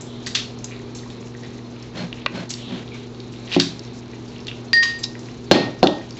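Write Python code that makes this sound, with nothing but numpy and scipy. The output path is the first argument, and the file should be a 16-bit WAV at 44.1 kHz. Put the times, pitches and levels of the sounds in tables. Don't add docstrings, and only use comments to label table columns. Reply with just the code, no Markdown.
import sys
import numpy as np
from scipy import signal
from scipy.fft import rfft, irfft, next_fast_len
from scipy.io import wavfile
from scipy.ndimage import uniform_filter1d, map_coordinates

SR = 44100
rng = np.random.default_rng(int(sys.argv[2]) if len(sys.argv) > 2 else 0)


def store_pcm(level_fs):
    pcm = np.round(np.clip(level_fs, -1, 1) * 32767).astype(np.int16)
    wavfile.write(sys.argv[1], SR, np.atleast_2d(pcm).T)


def boost_factor(decibels):
    exponent = np.asarray(decibels, float) / 20
    return 10 ** exponent


N = 272979
T = np.arange(N) / SR

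# start in seconds, peak in dB, centre in Hz, width in octaves, room answer in dB.
SMACKS = [(0.267, -11, 4210, 2.6, -7), (0.35, -1.5, 3600, 1.4, -8.5), (0.6427, -15, 6340, 1.3, -13),
          (0.7103, -27, 2290, 0.62, -3.5), (1.9734, -25, 3750, 0.92, -7), (2.5024, -8, 6850, 2.1, -8),
          (3.5985, 1.5, 3860, 1.17, -10.5), (4.4682, -22.5, 4500, 1.5, -27.5), (4.483, -17, 3020, 0.79, -9),
          (4.7315, -14.5, 3920, 1.1, -5.5), (4.8299, -1.5, 3570, 1.1, -8.5), (5.0374, -8, 4400, 1.1, -16),
          (5.5139, 7, 3380, 1.2, -17), (5.8295, -8.5, 3760, 0.78, -3), (5.8705, -12, 3440, .7, -6)]
# start in seconds, peak in dB, centre in Hz, width in octaves.
LAPS = [(0.0074, -24, 7720, 0.9), (0.224, -30, 3630, 2.7), (0.9472, -24, 6230, 2.8),
        (0.99, -32.5, 3980, 1.5), (1.0988, -30.5, 3860, 3.6), (1.431, -35, 3380, 1.7),
        (1.825, -38, 5480, 2), (2.9417, -28, 2270, 2.1), (3.323, -32.5, 4930, 2.5), (4.281, -35, 4500, 2.1),
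        (4.989, -28.5, 4820, 1.4), (5.1906, -32, 6400, 1.1), (5.256, -32, 5080, 2.6),
        (5.7935, -39.5, 2440, .93), (6.013, -30, 2720, 1.4), (6.169, -27, 3160, 1.5)]
SMACK_T60, LAP_ROOM_DB = 0.045, -3

# start and length in seconds, level in dB, centre in Hz, width in octaves.
SWELLS = [(.06, .2, -47, 3500, .45), (.3475, .022, -22, 4000, 1.5), (2.35, .07, -46, 1480, .12),
          (2.493, .022, -31, 5800, 1.1), (2.13, .12, -49, 2800, .9), (2.9, .18, -48, 3200, .8),
          (1.8, .1, -50, 2500, 1.5), (2.915, .06, -44, 2330, .22), (3.93, .07, -48, 5500, 1.2),
          (2.57, .29, -40, 3300, .65), (4.735, .09, -33, 4100, .9), (4.745, .085, -43, 2400, .8),
          (4.822, .03, -25, 4200, 1.5), (5.032, .011, -25, 5100, .8), (5.518, .06, -26, 3000, 1),
          (5.788, .025, -47, 5500, .5), (5.824, .005, -42, 1500, 1.5)]
SWELL_SOFTER = 1.5

# frequency in Hz, level in dB per Hz.
NOSE = [(1200, -12), (2300, -1.5), (2900, -9), (3500, -5.5), (4100, 1.5), (4900, -17.5), (8000, -52)]
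# frequency in Hz, level in dB per Hz.
FIZZ = [(3500, -52), (5000, 2.5), (6800, 5), (8200, -6)]
# frequency in Hz, level in dB per Hz.
SKID = [(470, -35), (800, -16), (1240, -17.5), (2500, -7), (3370, -6.5), (3740, -5), (7040, -22),
        (7900, -23.5), (10300, -53), (17400, -120)]
# time in seconds, level in dB.
SLIP = [
    (3.46, -51.5),
    (3.54, -24),
    (3.61, -33.5),
]
NOSE_DB, NOSE_SWING_DB, NOSE_GRAIN_DB = -52, 1.8, 2.2
FIZZ_DB, FIZZ_SWING_DB, SKID_GRAIN_DB = -57.5, 0.5, 4.5
SPIT_DB, SPIT_SPREAD_DB = -38, 8.5

# start in seconds, peak in dB, pitch in Hz, room answer in dB.
TICKS = [(0.2635, -8.5, 4400, -22.5), (0.3518, -6, 3570, -13.5), (0.9502, -18, 6450, -15),
         (1.1016, -22.5, 3950, -22.5), (1.4337, -27, 1800, -12.5), (2.1279, -9.5, 2890, -32),
         (2.2632, 0.5, 2450, -33.5), (2.37, -31.5, 4180, -28), (2.5031, -13, 6900, -31),
         (2.5387, -7.5, 4480, -29), (0.7228, -21, 2420, -26), (3.2024, -16.5, 4110, -28.5),
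         (3.5174, -9.5, 2750, -26), (3.5328, -13.5, 2590, -10), (3.5985, 5.5, 4540, -30),
         (3.7938, -12.5, 5100, -40.5), (4.134, -24.5, 2260, -17.5), (4.2783, -29, 4200, -16),
         (4.4691, -15, 3320, -48.5), (4.482, -9, 3410, -34), (4.514, -14, 2650, -28.5),
         (4.7314, 0, 2170, -33.5), (5.1528, -19, 2050, -26), (5.2863, -22, 2230, -24.5),
         (5.5126, 6, 3530, -49.5), (5.8296, 0, 3800, -30.5), (5.8716, 12, 3430, -34.5),
         (6.108, -15, 5200, -29)]
# start in seconds, peak in dB, pitch in Hz, room answer in dB.
CLACKS = [(0.268, -16.5, 1880, -21), (0.351, -34.5, 1450, -17.5), (1.062, -31, 1065, -12),
          (2.2614, -5, 1270, -26.5), (5.8253, -21.5, 1160, -24), (5.5095, -28.5, 1494, -26),
          (2.2615, -14, 593, -33.5), (3.563, -7, 732, -36), (3.599, -14.5, 1475, -11.5),
          (4.828, -23.5, 1250, -3.5), (5.5128, 3, 1610, -21), (5.5127, 0, 790, -40)]
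# start in seconds, peak in dB, pitch in Hz, room answer in dB.
SNAPS = [(0.764, -28.5, 4100, -37.5), (2.2616, -4.5, 3930, -50), (2.263, -22, 8700, -45.5),
         (3.4, -32, 7300, -30.5), (5.8716, -3.5, 10000, -36), (5.0418, -4.5, 4960, -34.5),
         (4.7313, -1, 4400, -42), (5.0385, -8, 5500, -45), (11, -22, 4500, -11.5)]
# start in seconds, peak in dB, pitch in Hz.
PIPS = [(0.2205, -29, 3500), (0.5883, -22, 6000), (0.642, -29, 7020), (0.709, -32, 2310),
        (2.878, -23, 3480), (0.798, -30.5, 1850), (0.8915, -38.5, 4200), (0.987, -24, 3960),
        (1.034, -31, 1840), (1.3495, -26, 1830), (1.59, -30.5, 2100), (1.764, -29, 2680),
        (1.826, -22.5, 5350), (1.971, -26.5, 4100), (2.173, -27, 2580), (2.219, -25, 3220),
        (3.147, -26, 3800), (3.3206, -37.5, 3170), (3.338, -28, 2590), (3.3605, -26.5, 3350),
        (3.4774, -21.5, 3250), (3.8502, -23.5, 5380), (3.877, -26.5, 3630), (4.3627, -24, 3040),
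        (4.392, -27, 2630), (4.404, -23.5, 4980), (6.012, -26.5, 1920), (6.089, -33.5, 3160),
        (6.127, -25, 4680), (6.1688, -30.5, 3110)]
# start in seconds, peak in dB, pitch in Hz.
CATCHES = [(3.5206, -16.5, 2680), (3.5285, -11.5, 3650), (3.5341, -17.5, 2540), (3.539, -13.5, 4000),
           (3.5424, -18.5, 2640), (3.548, -12, 3700), (3.5518, -20.5, 3040), (3.6007, -2.5, 4160),
           (3.6052, -6, 4350), (3.6084, -3.5, 4410), (3.6126, -8.5, 4090), (4.8265, -9, 2020),
           (4.8316, -11.5, 2050), (4.8384, -19, 2090), (4.8414, -14.5, 4760)]
# start in seconds, peak in dB, pitch in Hz.
FLECKS = [(.685, -32, 2450), (.748, -30, 2400), (.792, -32, 7000), (1.258, -33, 7000), (1.272, -31, 5200),
          (1.272, -34, 2900), (1.368, -35, 6200), (1.393, -34, 5300), (1.434, -30, 5000),
          (1.449, -30, 4800), (1.479, -35, 3900), (1.505, -33, 6800), (2.185, -31, 2610), (2.57, -32, 2400),
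          (2.83, -31, 2100), (3.564, -17, 4240), (4.03, -34, 2800), (4.115, -33, 5900), (4.157, -33, 5800),
          (4.226, -36, 6500), (4.262, -34, 3300), (4.305, -32, 4300), (4.318, -34, 2830), (4.33, -36, 7000),
          (4.358, -33, 2870), (4.383, -30, 5200), (4.449, -32, 4800), (4.89, -26, 3900), (5.028, -27, 4300),
          (5.132, -31, 5800), (5.183, -35, 5200), (5.259, -30, 4800), (5.296, -32, 3200),
          (5.314, -30, 5200), (5.443, -34, 5400), (5.5162, -4, 3200), (5.863, -26, 6800),
          (5.933, -29, 4900), (5.983, -28, 6000), (5.983, -30, 2300), (.277, -22, 1900), (.361, -22, 1600),
          (.372, -18, 2300)]
TICK_CYCLES, PIP_CYCLES, CLACK_CYCLES, SNAP_CYCLES, FLECK_CYCLES = 7.6, 9.4, 9.7, 13, 8.5
PIP_ROOM_DB, CATCH_ROOM_DB, FLECK_ROOM_DB = -24.5, -27.5, -28
CATCH_DB, FLECK_DB = 4.5, 3
# delay in seconds, level in dB.
ECHOES = [
    (.0011, -5),
    (.0023, -8),
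    (.0037, -12),
]

# start in seconds, peak in dB, upper body in dB,
# fall by 60 dB in seconds, room answer in dB.
KNOCKS = [
    (3.563, -7, -15, 0.28, -12.5),
    (5.513, -1.5, -3.5, 0.16, -6.5),
    (5.5556, -11.5, -1, 0.26, 1),
    (5.83, 1, -2.5, 0.059, -7.5),
]
# frequency in Hz, level in dB.
FLOOR = [(175, -6.5), (210, -9), (245, -12.5), (290, 1), (370, -0.5), (570, -1.5), (667, -5.5), (789, -4),
         (878, -11), (1100, -13), (1380, -13)]
SEATING = [0.97, 0.98, 0.75, 0.964]
THUMP_DB = [-20, -15, -14, -27]
THUMP_HZ, THUMP_T60 = 105, 0.35
UPPER_DIES = .9

# start in seconds, level in dB of each of three tones, free ring in seconds.
RINGS = [(4.7313, -9, -40, -60, .24), (4.761, -19, -60, -60, .21), (4.768, -18, -60, -60, .203),
         (4.768, -60, -60, -18, .125), (4.778, -20.5, -60, -60, .045), (5.513, -44, -30, -48, .1),
         (5.547, -18.5, -60, -60, .125), (5.83, -40, -33, -48, .012), (5.858, -29, -60, -60, .19)]
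BOWL = [
    1855,
    4246,
    4764,
]
# phase in radians, level in steps of 3 dB.
UNREST = [.2, .85, .6]
RING_T60 = [.53, .5, .7]
RING_BUILD_S = [.016, .002, .004]
FLASH_DB = [-5, 1.5, -8]
FLASH_T60 = .125
DAMP_DB, DAMP_S = -8, .05
# start in seconds, level in dB, frequency in Hz, length in
# seconds.
GLINTS = [(.555, -50, 4246, .075), (1.645, -50, 4246, .05), (.64, -37, 6700, .04), (2.262, -40, 2580, .055),
          (2.262, -40, 1950, .05), (4.675, -48, 4246, .055), (4.735, -43, 7660, .08),
          (4.985, -46, 7450, .045), (5.045, -37, 3950, .05), (5.835, -41, 7300, .03),
          (6.11, -54, 4764, .06), (6.155, -48, 6650, .03),
          (4.731, -11, 4764, .041), (4.732, -27, 4651, .07), (4.732, -31, 4264, .1),
           (4.732, -37, 4474, .07), (4.732, -41, 4161, .07), (4.732, -42, 3849, .09),
           (5.515, -11, 4246, .03), (5.545, -23, 4300, .03), (5.578, -26, 4246, .09),
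           (5.832, -19, 4246, .022), (2.262, -45, 1480, .04)]

# start and length in seconds, rumble in dB, grit in dB.
DRAG = [
    (1.935, 0.15, -32, -34),
    (2.312, 0.15, -32, -35),
    (2.667, 0.17, -33.5, -38.5),
]
# frequency in Hz, level in dB per Hz.
RUMBLE = [(47, -53), (80, -12.5), (140, -13.5), (167, 4.5), (253, 0.5), (345, -10), (579, -25.5),
          (700, -29), (910, -43.5), (1540, -120)]
# frequency in Hz, level in dB per Hz.
GRIT = [(290, -53), (500, -4), (581, -6.5), (1290, -18), (1480, -15), (2220, -15.5), (4330, -20.5),
        (7900, -32), (10300, -46.5), (17400, -120)]
PUSH_RISE_S, PUSH_EASE_S, PUSH_RANGE_DB = .035, .04, 12
# start in seconds, level in dB, frequency in Hz, length in seconds.
STIRS = [(1.955, -34, 240, .05), (1.965, -41, 517, .08), (1.99, -32, 178, .06), (2.035, -29, 178, .06),
         (2.335, -33, 180, .07), (2.39, -33, 175, .07), (2.365, -30.5, 250, .08), (2.375, -41, 571, .06),
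         (2.72, -30, 245, .08), (2.7, -40, 380, .09), (3.572, -22, 280, .03), (5.512, -14, 185, .022),
         (5.523, -14, 300, .04), (5.545, -19, 590, .045), (5.553, -12, 199, .03), (5.575, -15, 291, .045),
         (5.6, -31, 115, .12), (5.635, -28, 220, .04), (5.865, -23, 295, .04), (5.905, -30, 310, .03),
         (5.92, -33, 120, .05)]
# start in seconds, level in dB, frequency in Hz, length in seconds.
SINGS = [(1.97, -38, 4246, .105), (2.335, -49, 4246, .13), (2.372, -43, 4246, .045), (2.74, -47, 4246, .03),
         (4.822, -32, 3200, .02), (4.828, -32, 4030, .022), (4.826, -33, 4420, .02),
         (4.845, -38, 3230, .045), (5.465, -49, 4500, .03)]

# start in seconds, level in dB, centre in Hz, width in octaves.
WASHES = [
    (3.601, -28, 3490, 1.7),
    (4.83, -33, 3610, 1.1),
    (5.531, -10, 3000, 1.5),
    (5.87, -38, 3640, 0.79),
]
WASH_BUILD_S, WASH_T60 = 0.013, 0.33

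# multiple of the mains frequency, level in dB.
HUM = [
    (1, -69.5),
    (2, -38.5),
    (4, -39),
    (6, -48.5),
]
MAINS_HZ = 60
# frequency in Hz, level in dB.
RATTLE = [(157, -56.5), (196, -50), (264, -49.5), (314, -47.5), (337, -49.5), (384, -50.5), (408, -47.5),
          (456, -52), (471, -51.5), (669, -62.5)]
# frequency in Hz, level in dB per Hz.
AIR = [(12, -27), (20, -1), (70, -5), (112, -6), (137, 0), (181, -11.5), (244, -3), (284, -7), (383, -6),
       (543, -11.5), (1040, -16), (1900, -26.5), (4120, -24), (6800, -36), (7900, -49.5), (10300, -74.5),
       (17400, -120)]
AIR_DB = -40

# frequency in Hz, level in dB.
MIC = [(10, -19.5), (60, -1), (150, 0), (6000, -1), (7600, -3.5), (8050, -15), (8400, -58)]


def unit(x):
    return x / np.sqrt(np.mean(x ** 2) + 1e-20)


def along(points, hz):
    f, v = np.transpose(points)
    return np.interp(np.log(hz + 1), np.log(f + 1), v, left=-120, right=-120)


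def curve(points):
    s, db = np.transpose(points)
    return np.interp(T, s, db, left=-120, right=-120)


def wobble(rate):
    knots = rng.standard_normal(int(N * rate / SR) + 4)
    return map_coordinates(knots, [T * rate])


def filtered(x, response):
    m = next_fast_len(len(x) + 4096)
    return irfft(rfft(x, m) * response(np.fft.rfftfreq(m, 1 / SR)), m)[:len(x)]


def hiss(spectrum, grain_db, rate):
    noise = filtered(rng.standard_normal(N), lambda hz: boost_factor(along(spectrum, hz)))
    return unit(boost_factor(grain_db * wobble(rate)) * noise)


def puff_of_air(hz, octaves):
    noise = rng.standard_normal(SR // 2)
    return unit(filtered(noise, lambda f: 1 / (1 + (2 * np.log2((f + 1) / hz) / octaves) ** 4)))


def add(x, s, sound):
    part = x[round(s * SR):][:len(sound)]
    part += sound[:len(part)]


def wavering(hz, turns):
    flicker = boost_factor(3 * turns * wobble(60))
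    return unit(flicker * np.sin(2 * np.pi * hz * T + turns * wobble(62)))


def glints(rows, turns):
    out = np.zeros(N)
    for s, db, hz, length in rows:
        u = np.clip((T - s) / length, 0, 1)
        out += boost_factor(db - 5.8 * u) * np.sin(np.pi * u ** .5) * wavering(hz, turns)
    return out


def smacks():
    out, t = np.zeros(N), T[:SR // 2]
    laps = [(*lap, LAP_ROOM_DB) for lap in LAPS]
    for s, db, hz, octaves, room_db in [*SMACKS, *laps]:
        shape_db = 2.5 * rng.standard_normal(60)

        def mouth(f):
            band = 1 + (np.log2((f + 1) / hz) / max(octaves / 2, .1)) ** 2
            return boost_factor(np.interp(f / 200, np.arange(60), shape_db)) / band

        depth_db = 4.2 * np.exp(-t / .03)
        flicker = unit(uniform_filter1d(rng.standard_normal(len(t)), size=40))
        crackle = rng.standard_normal(len(t)) * boost_factor(depth_db * flicker)
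        burst = boost_factor(-60 * t / SMACK_T60) * (1 - np.exp(-t / 0.001))
        room = boost_factor(room_db - 60 * t / 0.35) * (1 - np.exp(-t / 0.011))
        add(out, s, boost_factor(db - 10) * unit(filtered(crackle, mouth)) * (burst + room))
    return out


def swells():
    out = np.zeros(N)
    for s, length, db, hz, octaves in SWELLS:
        u = np.linspace(0, 1, round(length * SR))
        shape = np.sin(np.pi * u ** 0.79) ** (0.23 + SWELL_SOFTER * length)
        add(out, s, boost_factor(db) * puff_of_air(hz, octaves)[:len(u)] * shape)
    return out


def breath():
    return boost_factor(NOSE_DB + NOSE_SWING_DB * wobble(12)) * hiss(NOSE, NOSE_GRAIN_DB, rate=24)


def saliva():
    out, t = np.zeros(N), T[:200]
    when, size, pitch = rng.random((130, 3)).T
    level_db = np.minimum(SPIT_DB - SPIT_SPREAD_DB * np.log(size), -26)
    for s, db, hz in zip(when * T[-1], level_db, 2500 * 3 ** pitch):
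        add(out, s, boost_factor(db - 60 * t * hz / 3.9) * np.sin(2 * np.pi * hz * t))
    return out + boost_factor(FIZZ_DB + FIZZ_SWING_DB * wobble(9.5)) * hiss(FIZZ, grain_db=4.5, rate=72)


def paw_skid():
    return boost_factor(curve(SLIP)) * hiss(SKID, SKID_GRAIN_DB, rate=520)


def ticks(rows, cycles):
    out, t = np.zeros(N), T[:SR // 4]
    for s, db, hz, room_db in rows:
        ring = np.sin(2 * np.pi * hz * t) * boost_factor(-60 * t * hz / cycles) * (1 - np.exp(-t * hz / 0.77))
        noise = rng.standard_normal(len(t))
        wash = unit(filtered(noise, lambda f: 1 / np.hypot(f - hz, 0.21 * hz) ** 2))
        room = boost_factor(room_db - 9 - 60 * t / 0.28) * (1 - np.exp(-t / 0.0013))
        add(out, s, boost_factor(db + 3.5) * (ring + wash * room))
    return out


def claws():
    pips = [(*pip, PIP_ROOM_DB) for pip in PIPS]
    catches = [(s, db + CATCH_DB, hz, CATCH_ROOM_DB) for s, db, hz in CATCHES]
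    light = ticks([*TICKS, *catches], TICK_CYCLES) + ticks(pips, PIP_CYCLES)
    return light + ticks(CLACKS, CLACK_CYCLES) + ticks(SNAPS, SNAP_CYCLES)


def flecks():
    return ticks([(s, db + FLECK_DB, hz, FLECK_ROOM_DB) for s, db, hz in FLECKS], FLECK_CYCLES)


def nearby(x):
    out = x.copy()
    for k, (s, db) in enumerate(ECHOES):
        out += (-1) ** k * boost_factor(db) * np.roll(x, round(s * SR))
    return out


def knocks():
    out, t = np.zeros(N), T[:SR // 2]
    hz, level = np.transpose(FLOOR)[:, :, None]
    upper = hz > 450
    sides = np.where(upper, -1, (-1.) ** np.arange(len(hz))[:, None])
    for (s, db, upper_db, t60, room_db), seat, thump_db in zip(KNOCKS, SEATING, THUMP_DB):
        gain = boost_factor(db - 3 + level + upper * (upper_db + 4.5))
        detune = seat + .015 * rng.standard_normal(hz.shape)
        fade = boost_factor(-60 * t / (t60 * (300 / hz) ** UPPER_DIES))
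        direct = sides * np.sin(2 * np.pi * hz * detune * t) * fade
        stirred = []
        for centre in hz:
            noise = rng.standard_normal(len(t))
            stirred.append(unit(filtered(noise, lambda f: 1 / (1 + ((f - centre) / (0.17 * centre)) ** 2))))
        room_fade = boost_factor(room_db - upper - 60 * t / (0.35 * (300 / hz) ** 0.055))
        boom = np.array(stirred) * room_fade * (1 - np.exp(-t / 0.002))
        thump = boost_factor(db + thump_db - 60 * t / THUMP_T60) * (1 - np.exp(-t / 0.0029))
        thump = thump * np.sin(2 * np.pi * THUMP_HZ * t)
        add(out, s, (gain * (direct + boom)).sum(axis=0) + thump)
    return out


def rings():
    modes = np.array([wavering(hz, turns) for hz, turns in zip(BOWL, UNREST)])
    t60, build, flash_db = np.array([RING_T60, RING_BUILD_S, FLASH_DB])[:, :, None]
    t, level = T[:SR // 2], np.zeros((3, N + SR))
    flash = boost_factor(flash_db - 60 * t / FLASH_T60) * (1 - np.exp(-t / 0.00093))
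    shape = boost_factor(-60 * t / t60) * (1 - np.exp(-t / build)) + flash
    for s, *db, free in RINGS:
        damped = 1 - (1 + boost_factor(DAMP_DB)) * np.clip((t - free) / DAMP_S, 0, 1)
        level[:, round(s * SR):][:, :len(t)] += boost_factor(db)[:, None] * shape * damped
    return (level[:, :N] * modes).sum(axis=0) + glints(GLINTS, turns=.4)


def drag():
    rumble, grit = hiss(RUMBLE, grain_db=0.5, rate=40), hiss(GRIT, grain_db=2.5, rate=200)
    out = np.zeros(N)
    for s, length, rumble_db, grit_db in DRAG:
        end = s + length
        push_db = curve([(s, -PUSH_RANGE_DB), (s + PUSH_RISE_S, 0), (end - PUSH_EASE_S, 0), (end, -PUSH_RANGE_DB)])
        out += boost_factor(push_db) * (boost_factor(rumble_db) * rumble + boost_factor(grit_db) * grit)
    return out + glints(STIRS, turns=.15) + glints(SINGS, turns=.3)


def washes():
    out, t = np.zeros(N), T[:SR // 2]
    for s, db, hz, octaves in WASHES:
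        fade = boost_factor(db - 60 * t / WASH_T60) * (1 - np.exp(-t / WASH_BUILD_S))
        add(out, s, fade * puff_of_air(hz, octaves))
    return out


def fridge():
    out = boost_factor(AIR_DB) * hiss(AIR, grain_db=-0.7, rate=8.3)
    for k, db in HUM:
        out += boost_factor(db + 1.5 + 0.3 * k * wobble(9)) * np.sin(2 * np.pi * k * MAINS_HZ * T + k * k)
    for hz, db in RATTLE:
        out += boost_factor(db + 3.2 * wobble(6.6)) * np.sin(2 * np.pi * hz * T + 1.58 * wobble(3.7))
    return out


def scene():
    dog = smacks() + swells() + breath() + saliva() + paw_skid() + nearby(claws()) + nearby(flecks())
    bowl = knocks() + rings() + drag()
    return (dog + bowl + washes() + fridge())[None]


def low_pass(x):
    return signal.sosfilt(signal.butter(12, 8050, fs=SR, output="sos"), x)


def record(dry):
    x = filtered(dry[0], lambda hz: boost_factor(along(MIC, hz)))
    over = np.maximum(np.abs(x) - .28, 0)
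    keep = np.exp(-1 / (.05 * SR))
    duck = signal.lfilter([1 - keep], [1, -keep], over)
    x = x / (1 + 11 * duck)
    x = x / (1 + np.abs(x) ** 30) ** (1 / 30)
    return low_pass(x[None])


dry = scene()
out = record(dry)
store_pcm(out)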